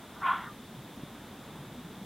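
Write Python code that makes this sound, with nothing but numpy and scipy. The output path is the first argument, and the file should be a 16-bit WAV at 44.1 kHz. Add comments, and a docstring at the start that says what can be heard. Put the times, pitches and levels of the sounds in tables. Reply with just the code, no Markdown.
"""Night: a low distant rumble, a far wash that slowly swells and steady hiss run throughout.
Two faint high pips sound from farther off as a bird on a branch starts one short, hoarse squawk at 0.2 s.
Its voice is led by the third harmonic; puffs of air ring the throat and the opening beak.
The call trails off in a rasp and a thin whistle by 0.6 s, and the trees scatter it back.
From 0.4 s to the end, soft low bumps dot the rumble."""
import sys
import numpy as np
from scipy import signal
from scipy.fft import rfft, irfft
from scipy.io import wavfile

SR = 44100
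rng = np.random.default_rng(int(sys.argv[2]) if len(sys.argv) > 2 else 0)


def wav_out(sig):
    """Save sig, one row per channel (or a flat mono array), as 16-bit PCM at SR to the path in sys.argv[1]."""
    wavfile.write(sys.argv[1], SR, np.round(np.clip(np.atleast_2d(sig).T, -1, 1) * 32767).astype(np.int16))


N = 90404
T = np.arange(N) / SR


def amp(db):
    """Decibels to gain."""
    return 10 ** (np.asarray(db) / 20)


def unit(x):
    """Scales to rms 1."""
    return x / np.sqrt(np.mean(x ** 2) + 1e-20)


def curve(table, column=1):
    """One column of a time table, at every sample."""
    rows = np.array(table)
    return np.interp(T, rows[:, 0], rows[:, column])


def colour(x, spectrum):
    """Filters x by rows of (Hz, dB), then scales to rms 1."""
    hz, db = np.transpose(spectrum)
    bins_hz = np.fft.rfftfreq(N, 1 / SR)
    gain = amp(np.interp(np.log(bins_hz + 1), np.log(hz), db))
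    return unit(irfft(rfft(x) * gain, N))


def white():
    """White noise."""
    return rng.standard_normal(N)


def wander(hz):
    """Random drift up to a given rate, at rms 1."""
    bins_hz = np.fft.rfftfreq(N, 1 / SR)
    return unit(irfft(rfft(white()) / (1 + (bins_hz / hz) ** 4), N))


def resonate(x, hz, width_hz):
    """Steep resonance: one band-pass applied twice."""
    b, a = signal.iirpeak(hz, hz / width_hz, SR)
    return signal.lfilter(b, a, signal.lfilter(b, a, x))


def blip(centre_s, hz, half_s, peak_db):
    """Brief tone under a bell-shaped envelope."""
    envelope = amp(peak_db) * np.exp(-((T - centre_s) / half_s) ** 2)
    return envelope * np.sin(2 * np.pi * hz * (centre_s - T))


# Rumble spectrum. Each row: frequency in Hz, relative level in dB.
RUMBLE_SPECTRUM = [(15, -36), (28, -21), (50, -12.5), (100, -8), (140, -3.5), (215, -2), (300, -6),
                   (400, -14), (700, -32.5), (2000, -54)]
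def rumble():
    """Lumpy distant rumble that slowly grows."""
    start_db, rise_db_per_s, wobble_db = -51.5, 2, 0.5
    noise = colour(white(), RUMBLE_SPECTRUM)
    return noise * amp(start_db + rise_db_per_s * T + wobble_db * wander(hz=21.6))


# Wash spectrum. Each row: frequency in Hz, relative level in dB.
WASH_SPECTRUM = [(100, -33), (350, 0), (600, -2), (900, -2), (1400, -6.5), (2000, -10.5), (2800, -13.5),
                 (3200, -11), (3550, -7), (3850, -12), (4400, -20.5), (6000, -25.5), (16000, -42)]
# Swell of its lower part. Each row: time in seconds, gain in dB.
SWELL = [(0, -0.5), (.6, -2.5), (1.0, 0), (1.3, 0), (1.55, 1), (1.85, -0.5), (2.05, 0)]
def wash():
    """Far outdoor noise whose lower part swells."""
    level_db, swell_top_hz = -51, 2040
    air = colour(white(), WASH_SPECTRUM)
    low = signal.sosfiltfilt(signal.butter(2, swell_top_hz, fs=SR, output="sos"), air)
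    high = air - low
    return amp(level_db) * (high + low * amp(curve(SWELL)))


# Hiss spectrum. Each row: frequency in Hz, relative level in dB.
HISS_SPECTRUM = [(20, 8), (250, -3.5), (500, 4), (1300, -3.5), (3000, -1), (4500, 0), (9000, 1),
                 (16000, -1)]
def hiss():
    """Microphone hiss, mostly unrelated between the channels."""
    level_db, shared_power = -58, 0.13
    shared = np.sqrt(shared_power) * white()
    channels = [shared + np.sqrt(1 - shared_power) * white() for _ in range(2)]
    return amp(level_db) * np.array([colour(noise, HISS_SPECTRUM) for noise in channels])


# Voiced call. Each row: time in seconds, pitch in Hz, third harmonic in dB, other harmonics in dB.
VOICE_TRACK = [(.18, 390.7, -88, -90), (.212, 382.3, -54, -55), (.232, 374, -40, -45),
               (.243, 364.1, -31, -46), (.264, 353.1, -24, -37), (.271, 358, -43, -30.5),
               (.279, 350.9, -29, -33.5), (.293, 339.7, -23, -34), (.302, 349.3, -29, -43),
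               (.312, 352.6, -23.5, -37), (.319, 370, -22.5, -36), (.325, 360.7, -48, -40),
               (.333, 359.5, -26, -42), (.347, 361.3, -50, -42), (.357, 362, -31, -54),
               (.385, 355, -69, -46), (.44, 357, -110, -110)]
# The other harmonics. Each row: multiple of the pitch, relative level in dB.
OTHER_HARMONICS = [(2, -7), (4, 3), (5, -14), (6, -30.5), (7, -12.5), (8, -16), (9, -15)]
# Air through the throat, faint before the call. Each row: time in seconds, body in dB, treble in dB.
RASP_TRACK = [(0, -54, -83), (.04, -56.5, -79), (.07, -68, -89), (.135, -64, -85), (.175, -51, -70),
              (.203, -58, -71), (.222, -36.5, -66), (.245, -40.5, -55), (.268, -29, -43), (.3, -30.5, -44),
              (.34, -33.5, -46.5), (.4, -42.5, -52.5), (.445, -40.5, -54), (.485, -47, -69),
              (.52, -69, -78), (.58, -110, -110)]
# Throat resonances. Each row: centre in Hz, width in Hz, relative gain in dB.
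THROAT_MODES = [(820, 100, -8.5), (975, 72, -3), (1026, 105, -5), (1201, 68, 0.5), (1390, 200, -2),
                (1713, 100, -9.5), (2020, 164, -19)]
# Treble of the rasp. Each row: frequency in Hz, relative level in dB.
TREBLE_SPECTRUM = [(900, -40), (1700, -9), (2150, 1.5), (2700, -1), (3350, 2), (3750, -7.5), (4300, -19),
                   (6000, -29)]
def squawk():
    """Hoarse voice led by its third harmonic, with puffs of air that ring the throat."""
    jitter, shimmer, smear_rad = 0.0086, 0.15, 0.18
    puff_share, puff_decay_cycles = 0.33, 0.11
    pitch_hz = curve(VOICE_TRACK) * (1 + jitter * wander(hz=149))
    cycles = np.cumsum(pitch_hz) / SR
    lead = np.cos(2 * np.pi * 3 * cycles) * (1 + shimmer * wander(hz=130))
    others = np.zeros(N)
    for k, db in OTHER_HARMONICS:
        phase = 2 * np.pi * (k * cycles + rng.random())
        others += amp(db) * np.cos(phase + k * smear_rad * wander(hz=70.5))
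    voice = unit(lead) * amp(curve(VOICE_TRACK, column=2))
    voice += unit(others) * amp(curve(VOICE_TRACK, column=3))

    pulse = np.exp(-(cycles % 1) / puff_decay_cycles)  # one puff per pitch cycle
    puffs = white() * (1 - puff_share + puff_share * pulse)
    throat = sum(amp(db) * resonate(puffs, hz, width_hz) for hz, width_hz, db in THROAT_MODES)
    rasp_body = unit(throat) * amp(curve(RASP_TRACK))
    rasp_treble = colour(puffs, TREBLE_SPECTRUM) * amp(curve(RASP_TRACK, column=2))
    return voice + rasp_body + rasp_treble


def trees(call):
    """Sparse reflections from trunks and leaves that die quickly."""
    level_db, t60_s, delay_s, echoes_per_s = -13.5, 0.33, 0.012, 1500
    taps = white() * (rng.random(N) < echoes_per_s / SR)
    taps *= (T > delay_s) * amp(-60 * T / t60_s)
    return amp(level_db) * signal.fftconvolve(call, taps / np.linalg.norm(taps))[:N]


# High pips. 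Each row: centre in seconds, pitch in Hz, half length in seconds, peak in dB.
FAR_PIPS = [(.15, 5450, 0.0034, -59), (.208, 5500, 0.0042, -58)]
def pips():
    """Two faint, high pips from farther off."""
    return sum(blip(*row) for row in FAR_PIPS)


# Beak resonance. Each row: time in seconds, centre in Hz, level in dB.
BEAK_TRACK = [(.2, 2050, -90), (.228, 2103, -56), (.24, 2146, -43), (.258, 2305, -49.5), (.275, 2650, -47),
              (.3, 2447, -57), (.34, 2145, -52), (.385, 2046, -51), (.425, 1992, -52.5), (.47, 1736, -52),
              (.5, 1500, -63), (.54, 1400, -100)]
def beak():
    """Air rings a resonance that rises as the beak opens and sinks as it shuts."""
    width_hz = 540
    phase = 2 * np.pi * np.cumsum(curve(BEAK_TRACK)) / SR
    ring = wander(width_hz / 2) * np.cos(phase) + wander(width_hz / 2) * np.sin(phase)
    return unit(ring) * amp(curve(BEAK_TRACK, column=2))


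# Low bumps. Each row: centre in seconds, pitch in Hz, half length in seconds, peak in dB.
LOW_BUMPS = [(.388, 190, 0.017, -45), (.6, 216, 0.025, -48), (.72, 225, 0.03, -48.5),
             (.8, 135.4, 0.023, -40.5), (.978, 230, 0.005, -37.5), (1.0368, 203, 0.0024, -29),
             (1.598, 142, 0.024, -41), (1.787, 245, 0.02, -39), (1.855, 172, 0.014, -39),
             (2.022, 196, 0.0082, -37)]
def bumps():
    """Soft, dull bumps of bass."""
    return sum(blip(*row) for row in LOW_BUMPS)


# Whistle that ends the call. Each row: time in seconds, pitch in Hz, level in dB.
WHISTLE_TRACK = [(.45, 1240, -100), (.478, 1271, -50), (.503, 1203, -44), (.528, 1187, -54),
                 (.57, 1206, -110)]
def whistle():
    """Faint wavering whistle as the throat closes."""
    jitter = 0.0083
    pitch_hz = curve(WHISTLE_TRACK) * (1 + jitter * wander(hz=120))
    cycles = np.cumsum(pitch_hz) / SR
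    return np.sin(2 * np.pi * cycles) * amp(curve(WHISTLE_TRACK, column=2))


def scene():
    """Bird and background in the centre, hiss all around."""
    call = squawk() + beak() + whistle()
    return call + trees(call) + rumble() + bumps() + pips() + wash() + hiss()


def record(dry):
    """Steep low-pass band limit."""
    edge_hz = 15900
    lowpass = signal.firwin(511, edge_hz, window=("kaiser", 9), fs=SR)
    return signal.oaconvolve(dry, lowpass[None], "same")


dry = scene()
out = record(dry)
wav_out(out)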